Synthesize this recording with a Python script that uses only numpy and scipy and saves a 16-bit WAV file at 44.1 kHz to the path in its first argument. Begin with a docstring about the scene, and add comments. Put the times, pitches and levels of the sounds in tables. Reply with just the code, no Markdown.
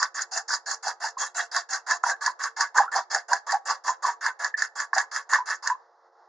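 """A fork beats eggs in a small steel bowl, close to a small camera in a quiet kitchen, almost six strokes a
second. Each stroke lands, swells as a hiss of gritty clicks, strikes the bottom with a bright rattle and a
knock, and lifts off. The clicks drive decaying bowl modes, damped by the egg; short gliding tones are the
knocks of the fork on the bowl. Echo tails of shaped noise, faint air noise and appliance tones make the
kitchen. The camera's housing thins the bass and cuts narrow gaps into the treble."""
import sys
import numpy as np
from scipy import signal
from scipy.fft import rfft, irfft, next_fast_len
from scipy.io import wavfile
from scipy.ndimage import uniform_filter1d

SR = 44100
rng = np.random.default_rng(int(sys.argv[2]) if len(sys.argv) > 2 else 0)


def generate_wav(sig):
    """Save sig (samples, or channels by samples) to the path in sys.argv[1] as 16-bit PCM at SR."""
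    pcm = np.round(np.clip(np.atleast_2d(sig).T, -1, 1) * 32767).astype(np.int16)
    wavfile.write(sys.argv[1], SR, pcm)


N = 277256

# Fork strokes: land_s, strike_s, scrape_peak_db, strike_peak_db, lower_ring_db, deep_ring_db
# (both rings are in dB over the scrape)
STROKES = [(-.03, 0.028, -32, -11.5, 1.5, -22), (0.142, 0.21, -31, -40, -9.5, -17.5),
           (0.311, 0.375, -30.5, -14, -13.5, -3), (.478, 0.5374, -28.5, -17, -6.5, -23),
           (0.657, 0.7133, -30.5, -18.5, -11, -7), (.825, 0.881, -30.5, -22.5, -3, -2),
           (0.999, 1.048, -31.5, -30, -5.5, -2.5), (1.176, 1.216, -29.5, -39, -5.5, -7),
           (1.343, 1.388, -29, -35, -5, -4), (1.513, 1.5638, -29, -14, -9.5, -8.5),
           (1.687, 1.7327, -30.5, -18, -9.5, -9), (1.863, 1.911, -29.5, -11, -.5, -9.5),
           (2.031, 2.098, -30.5, -21, -1.5, 1), (2.207, 2.2622, -31.5, -13, .5, -28),
           (2.389, 2.437, -31, -18, -4.5, -38), (2.562, 2.6076, -28.5, -13, -0.5, -12),
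           (2.741, 2.7765, -30.5, -14.5, 8.5, -9), (2.913, 2.9595, -30.5, -19.5, 2.5, -2),
           (3.099, 3.147, -30.5, -12, -3.5, -1), (3.281, 3.3317, -33, -13, -6, 7),
           (3.464, 3.521, -32, -17, 3, -16), (3.651, 3.695, -31, -34, 2, -1.5),
           (3.837, 3.878, -34, -25, 4.5, -7.5), (4.021, 4.0644, -31, -25, 5, -7),
           (4.207, 4.2622, -33.5, -20, 0, -37), (4.389, 4.4448, -35, -19.5, 5.5, -5),
           (4.568, 4.621, -33.5, -16, -13, -20), (4.752, 4.802, -33, -17, -1.5, -31),
           (4.929, 4.9814, -31, -15, 3, -2), (5.112, 5.162, -32, -17.5, -3, -43),
           (5.29, 5.3343, -28, -16.5, -1, -21), (5.455, 5.505, -30.5, -34, -3.5, -27),
           (5.623, 5.6733, -36.5, -14, 3.5, -27)]
# Colour of tines scraping wet steel: frequency_hz, relative_level_db (per Hz)
SCRAPE_COLOUR = [(500, -28.5), (1500, 11), (2200, -15.5), (3400, -32), (4100, -3), (4700, 8), (5900, 4.5),
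                 (7000, 9), (7700, 0.5), (8600, -12), (10600, -16.5), (11300, -58.5)]


def undb(db):
    """Decibels to amplitude gain."""
    return 10 ** (np.asarray(db) / 20)


def unit(x):
    """Scale to an RMS of 1."""
    return x / np.sqrt(np.mean(x ** 2))


def colour(x, points):
    """Shape a signal to a spectrum of (Hz, dB) points, joined along log frequency."""
    hz, db = np.transpose(points)
    size = next_fast_len(x.shape[-1])
    log_hz = np.log(np.fft.rfftfreq(size, 1 / SR) + 1)
    gain = undb(np.interp(log_hz, np.log(hz), db, left=-80))
    return irfft(rfft(x, size) * gain, size)[..., :x.shape[-1]]


def ring(x, hz, t60):
    """One resonant mode driven by x, falling 60 dB in t60 seconds."""
    pole = np.exp((2j * np.pi * hz - np.log(1000) / t60) / SR)
    return signal.lfilter([1], [1, -pole], x).imag


def grit(rate, spread_db):
    """Random stick-slip clicks, rate per second, some larger than the rest."""
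    hit = rng.random(N) < rate / SR
    size = np.minimum(rng.exponential(size=N), 3)
    return unit(hit * rng.standard_normal(N) * undb(spread_db * size))


def walk(rate):
    """Random levels that glide to a new value every 1 / rate s, with an RMS of 1."""
    hold = int(SR / rate)
    steps = np.repeat(rng.standard_normal(N // hold + 1), hold)
    return unit(uniform_filter1d(steps, hold)[:N])


def stereo(mid, side, share):
    """Left and right from mid and a share of side."""
    return np.array([mid + share * side, mid - share * side])


def pressure(bend=1.75):
    """Scrape amplitude and running stroke number: it swells to the strike, then fades as the fork lifts."""
    contact_s = 0.11  # from landing until the scrape is 20 dB below its peak
    peak_lag_s, landing_s = .004, .006  # scrape peak after the strike; tines settling on the steel
    # growth from landing to peak: slow strokes grow less
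    swell_db, swell_db_per_s, usual_swell_s = 12, -300, 0.052
    t, level = np.arange(N) / SR, np.zeros(N)
    for land, strike, peak_db, *_ in STROKES:
        swell = strike + peak_lag_s - land
        growth_db = swell_db + swell_db_per_s * (swell - usual_swell_s)
        rise = -growth_db * np.clip(1 - (t - land) / swell, 0, 1)
        fall = -20 * (np.clip(t - land - swell, 0, 1) / (contact_s - swell)) ** bend
        level += np.clip((t - land) / landing_s, 0, 1) * undb(peak_db + rise + fall)
    stroke = np.clip(np.searchsorted(np.array(STROKES)[:, 0], t) - 1, 0, None)
    return level, stroke


def scrape(level, patchy_db=5.0, drift_db=2.5, wide=0.52):
    """Hiss of tines on wet steel: stick-slip clicks whose bands come and go with the egg film."""
    hiss = np.array([unit(colour(grit(14000, 1.5), SCRAPE_COLOUR)) for _ in range(2)])
    edges = 500 * 1.17 ** np.arange(21)  # Hz
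    patchy = 0
    for band in zip(edges[:-1], edges[1:]):
        part = signal.sosfilt(signal.butter(1, band, "band", fs=SR, output="sos"), hiss)
        patchy = patchy + part * undb(patchy_db * walk(61) + drift_db * walk(12))
    mid, side = unit(patchy) * level
    return stereo(mid, side, wide)


def tilt_db(s):
    """Ring of the rim and of the upper modes at time s, as the bowl is tilted."""
    # Ring along the tilting: time_s, rim_db, upper_db (both over the scrape)
    tilt = [(0.0, -19, 0.5), (.7, -18, -5.5), (1.3, -9, -2), (2.0, -16, -1), (2.5, -17, 1),
            (3.3, -17.5, 0.5), (4.1, -13, 2.5), (4.6, -19, 5.5), (5.0, -20, 2.5), (5.7, -11, 2)]
    at, rim, upper = np.transpose(tilt)
    return np.interp(s, at, rim), np.interp(s, at, upper)


def bowl(level, stroke, spot_db=4.0, slosh_db=4.0):
    """The clicks ring the bowl; every stroke favours other modes, and the sloshing egg frees and damps them."""
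    # Resonances of the steel: frequency_hz, level_db (relative within a family)
    bowl_modes = [(455, -9.5), (540, -5.5), (620, -5), (704, 7.5), (775, 13), (835, -8), (900, -27.5),
                  (958, 6.5), (1020, 4.5), (1130, 8), (1250, -12.5), (1385, -25.5), (1525, -7.5),
                  (1590, -13.5), (1690, 0), (1770, -3), (1870, -13.5), (2050, -17), (2690, 12.5),
                  (2800, 6.5), (3320, 6), (3590, 1), (3900, 6.5)]
    # Mode families rim, upper, lower, deep: from_hz, to_hz
    family_hz = [(2300, 4200), (1300, 2300), (870, 1300), (400, 870)]
    ring_s = .06  # t60 of a mode at 1 kHz
    out = 0
    lands, _, _, _, lower_db, deep_db = np.transpose(STROKES)
    family_db = [*tilt_db(lands), lower_db, deep_db]
    for db, (low, high) in zip(family_db, family_hz):
        modes = [mode for mode in bowl_modes if low < mode[0] < high]
        drive = grit(3000, 1.7) * level * undb(db[stroke])
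        stroke_change_db = spot_db * rng.standard_normal((len(STROKES), len(modes)))
        spot = undb(np.array(modes)[:, 1] + stroke_change_db)
        spot /= np.sqrt(np.sum(spot ** 2, axis=1, keepdims=True))
        for k, (hz, _) in enumerate(modes):
            t60 = ring_s * (1000 / hz) ** .75  # the egg damps higher modes faster
            steady_gain = np.sqrt(t60 * SR / np.log(1000)) / 2
            mode_drive = drive * spot[stroke, k] * undb(slosh_db * walk(40))
            out = out + ring(mode_drive, hz, t60) / steady_gain
    return out


def room(x, t60=0.24, treble_db=-8):
    """Diffuse echoes of the kitchen: decaying shaped noise, unlike left and right."""
    t = np.arange(int(.4 * SR)) / SR
    noise = rng.standard_normal((2, len(t)))
    tails = colour(noise, [(100, 0.011), (1500, 0.074), (8000, treble_db)]) * undb(-60 * t / t60)
    tails = tails / np.sqrt(np.sum(tails ** 2, axis=1, keepdims=True))
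    return signal.fftconvolve(x[None], tails, axes=1)[:, :N]


def kitchen():
    """Faint shaped air noise that drifts in level, and appliance tones of noise-driven resonances that waver."""
    # Air noise colour: frequency_hz, relative_level_db (per Hz)
    air_colour = [(180, -6), (330, -11), (520, 1), (860, 2), (1400, -8), (1900, -13), (2300, -26.5),
                  (3400, -32), (5000, -24), (7000, -33.5), (8000, -66)]
    # Faint appliance tones: pitch_hz, level_db
    appliance_tones = [(359, -57), (458, -55.5), (539, -62), (705, -65.5), (834, -67)]
    air_db = -56.5
    mid, side = (unit(colour(rng.standard_normal(N), air_colour)) for _ in range(2))
    air = stereo(mid, side, .15) * undb(air_db + 1.9 * walk(22))
    hum = sum(undb(db) * unit(ring(rng.standard_normal(N), hz, .25)) for hz, db in appliance_tones)
    return air + hum


def ticks(rattle_s=0.0051, wide=0.51, dull_db=-9):
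    """Each strike is a decaying rattle of a few ms with the colour of the scrape, a little duller on top."""
    out = np.zeros((2, N))
    noise = colour(rng.standard_normal((2, N)), SCRAPE_COLOUR)
    noise = colour(noise, [(100, 0), (7000, 0.0029), (10000, dull_db)])
    tail = np.exp(-np.arange(900) / (rattle_s * SR))
    for _, strike, _, db, *_ in STROKES:
        start = int(strike * SR)
        at = slice(start, start + len(tail))
        burst = noise[:, at] * tail
        out[:, at] += undb(db) * burst / np.abs(burst[0]).max()
    return stereo(*out, wide)


def knocks(attack=0.14, glide=0.037, hold=0.53, rough=0.6):
    """Each knock is a short wobbly tone that rises a little in pitch as it dies away."""
    # Other short hollow knocks of the fork ringing the bowl: start_s, peak_db, pitch_hz, length_ms
    knock_events = [(0.031, -10, 1400, 3.1), (0.505, -16.5, 1520, 4.6), (.869, -15.5, 817, 5.7),
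                    (1.042, -19, 900, 10.3), (1.071, -20.5, 1745, 7.2), (1.167, -25, 1083, 28),
                    (1.4, -17.5, 1830, 5.1), (1.563, -21, 1080, 14), (1.738, -22.5, 1530, 19),
                    (1.914, -14, 1719, 17), (2.038, -9.5, 1330, 2.7), (2.037, -12, 964, 3.7),
                    (2.062, -15.5, 949, 20), (2.096, -14, 1815, 4.6), (2.106, -20.5, 1580, 21),
                    (2.264, -15, 1773, 11), (2.275, -16, 967, 18), (2.599, -23, 930, 12.8),
                    (2.759, -22.5, 846, 12), (2.76, -19.5, 1510, 15), (2.782, -6.5, 1668, 6.7),
                    (2.801, -5, 790, 16.3), (2.879, -24.5, 1367, 12), (2.982, -17.5, 697, 15),
                    (3.147, -16.5, 774, 15), (3.317, -13, 958, 20), (3.331, -9.5, 1573, 3.9),
                    (3.488, -21.5, 1760, 32), (3.526, -11, 797, 36), (3.709, -14, 977, 4.4),
                    (3.891, -16.5, 991, 9.3), (4.048, -13, 970, 7.6), (4.253, -23.5, 1138, 14),
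                    (4.262, -14, 1515, 8.2), (4.54, -16, 1757, 11), (4.931, -11.5, 1690, 4.3),
                    (4.932, -12, 1060, 2.8), (4.961, -13.5, 761, 16.7), (5.329, -11.5, 1075, 10.8),
                    (5.337, -13, 1760, 18.4), (5.353, -19.5, 1150, 17), (5.381, -17, 975, 24),
                    (5.699, -16.5, 1690, 4.7), (5.7, -15, 973, 22)]
    # Knock of every strike: level_db (over the strike peak plus upper ring), pitch_hz, length_ms
    strike_knock = (-1.5, 1730, 4.2)
    over_db, strike_hz, strike_ms = strike_knock
    out, t = np.zeros(N), np.arange(2600) / SR
    wobble = walk(250) + 1j * walk(250)  # unsteadiness of both level and phase
    rows = [(strike, db + over_db + tilt_db(strike)[1], strike_hz, strike_ms)
            for _, strike, _, db, *_ in STROKES]
    rows = rows + knock_events
    for (s, db, hz, ms), phase in zip(rows, rng.random(len(rows))):
        start = int(s * SR)
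        at = slice(start, start + len(t))
        age = 1000 * t / ms  # in knock lengths, as are attack and hold
        shape = (1 - np.exp(-(age / attack) ** 2)) * np.exp(-(age / hold) ** 0.8)
        cycles = hz * t * (1 + glide * (age - 1) / 2) + phase
        tone = np.exp(2j * np.pi * cycles) * (1 + rough * wobble[at])
        knock = shape * tone.imag
        out[at] += undb(db) * knock / np.abs(knock).max()
    return out


def scene():
    """Fork and bowl up close, with their echoes and the quiet kitchen behind."""
    level, stroke = pressure()
    near = scrape(level) + bowl(level, stroke) + ticks() + knocks()
    return near + undb(-21) * room(near.mean(axis=0)) + kitchen()


def record(dry):
    """Small microphones: little bass, narrow gaps from the housing, a steep top."""
    # Housing notches: centre_hz, width_hz, depth_db
    gaps = [(2424, 930, -36), (2981, 570, -29), (8010, 1400, -26)]
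    bass_cut_hz, top_hz = 802, 11250
    left_db = -1.5  # left relative to right
    x = signal.sosfilt(signal.butter(3, bass_cut_hz, "high", fs=SR, output="sos"), dry)
    for hz, width, db in gaps:
        x = x - (1 - undb(db)) * signal.lfilter(*signal.iirpeak(hz, hz / width, fs=SR), x)
    x = x * undb([[left_db / 2], [-left_db / 2]])
    return signal.sosfilt(signal.ellip(10, .2, 60, top_hz, fs=SR, output="sos"), x)


dry = scene()
out = record(dry)
generate_wav(out)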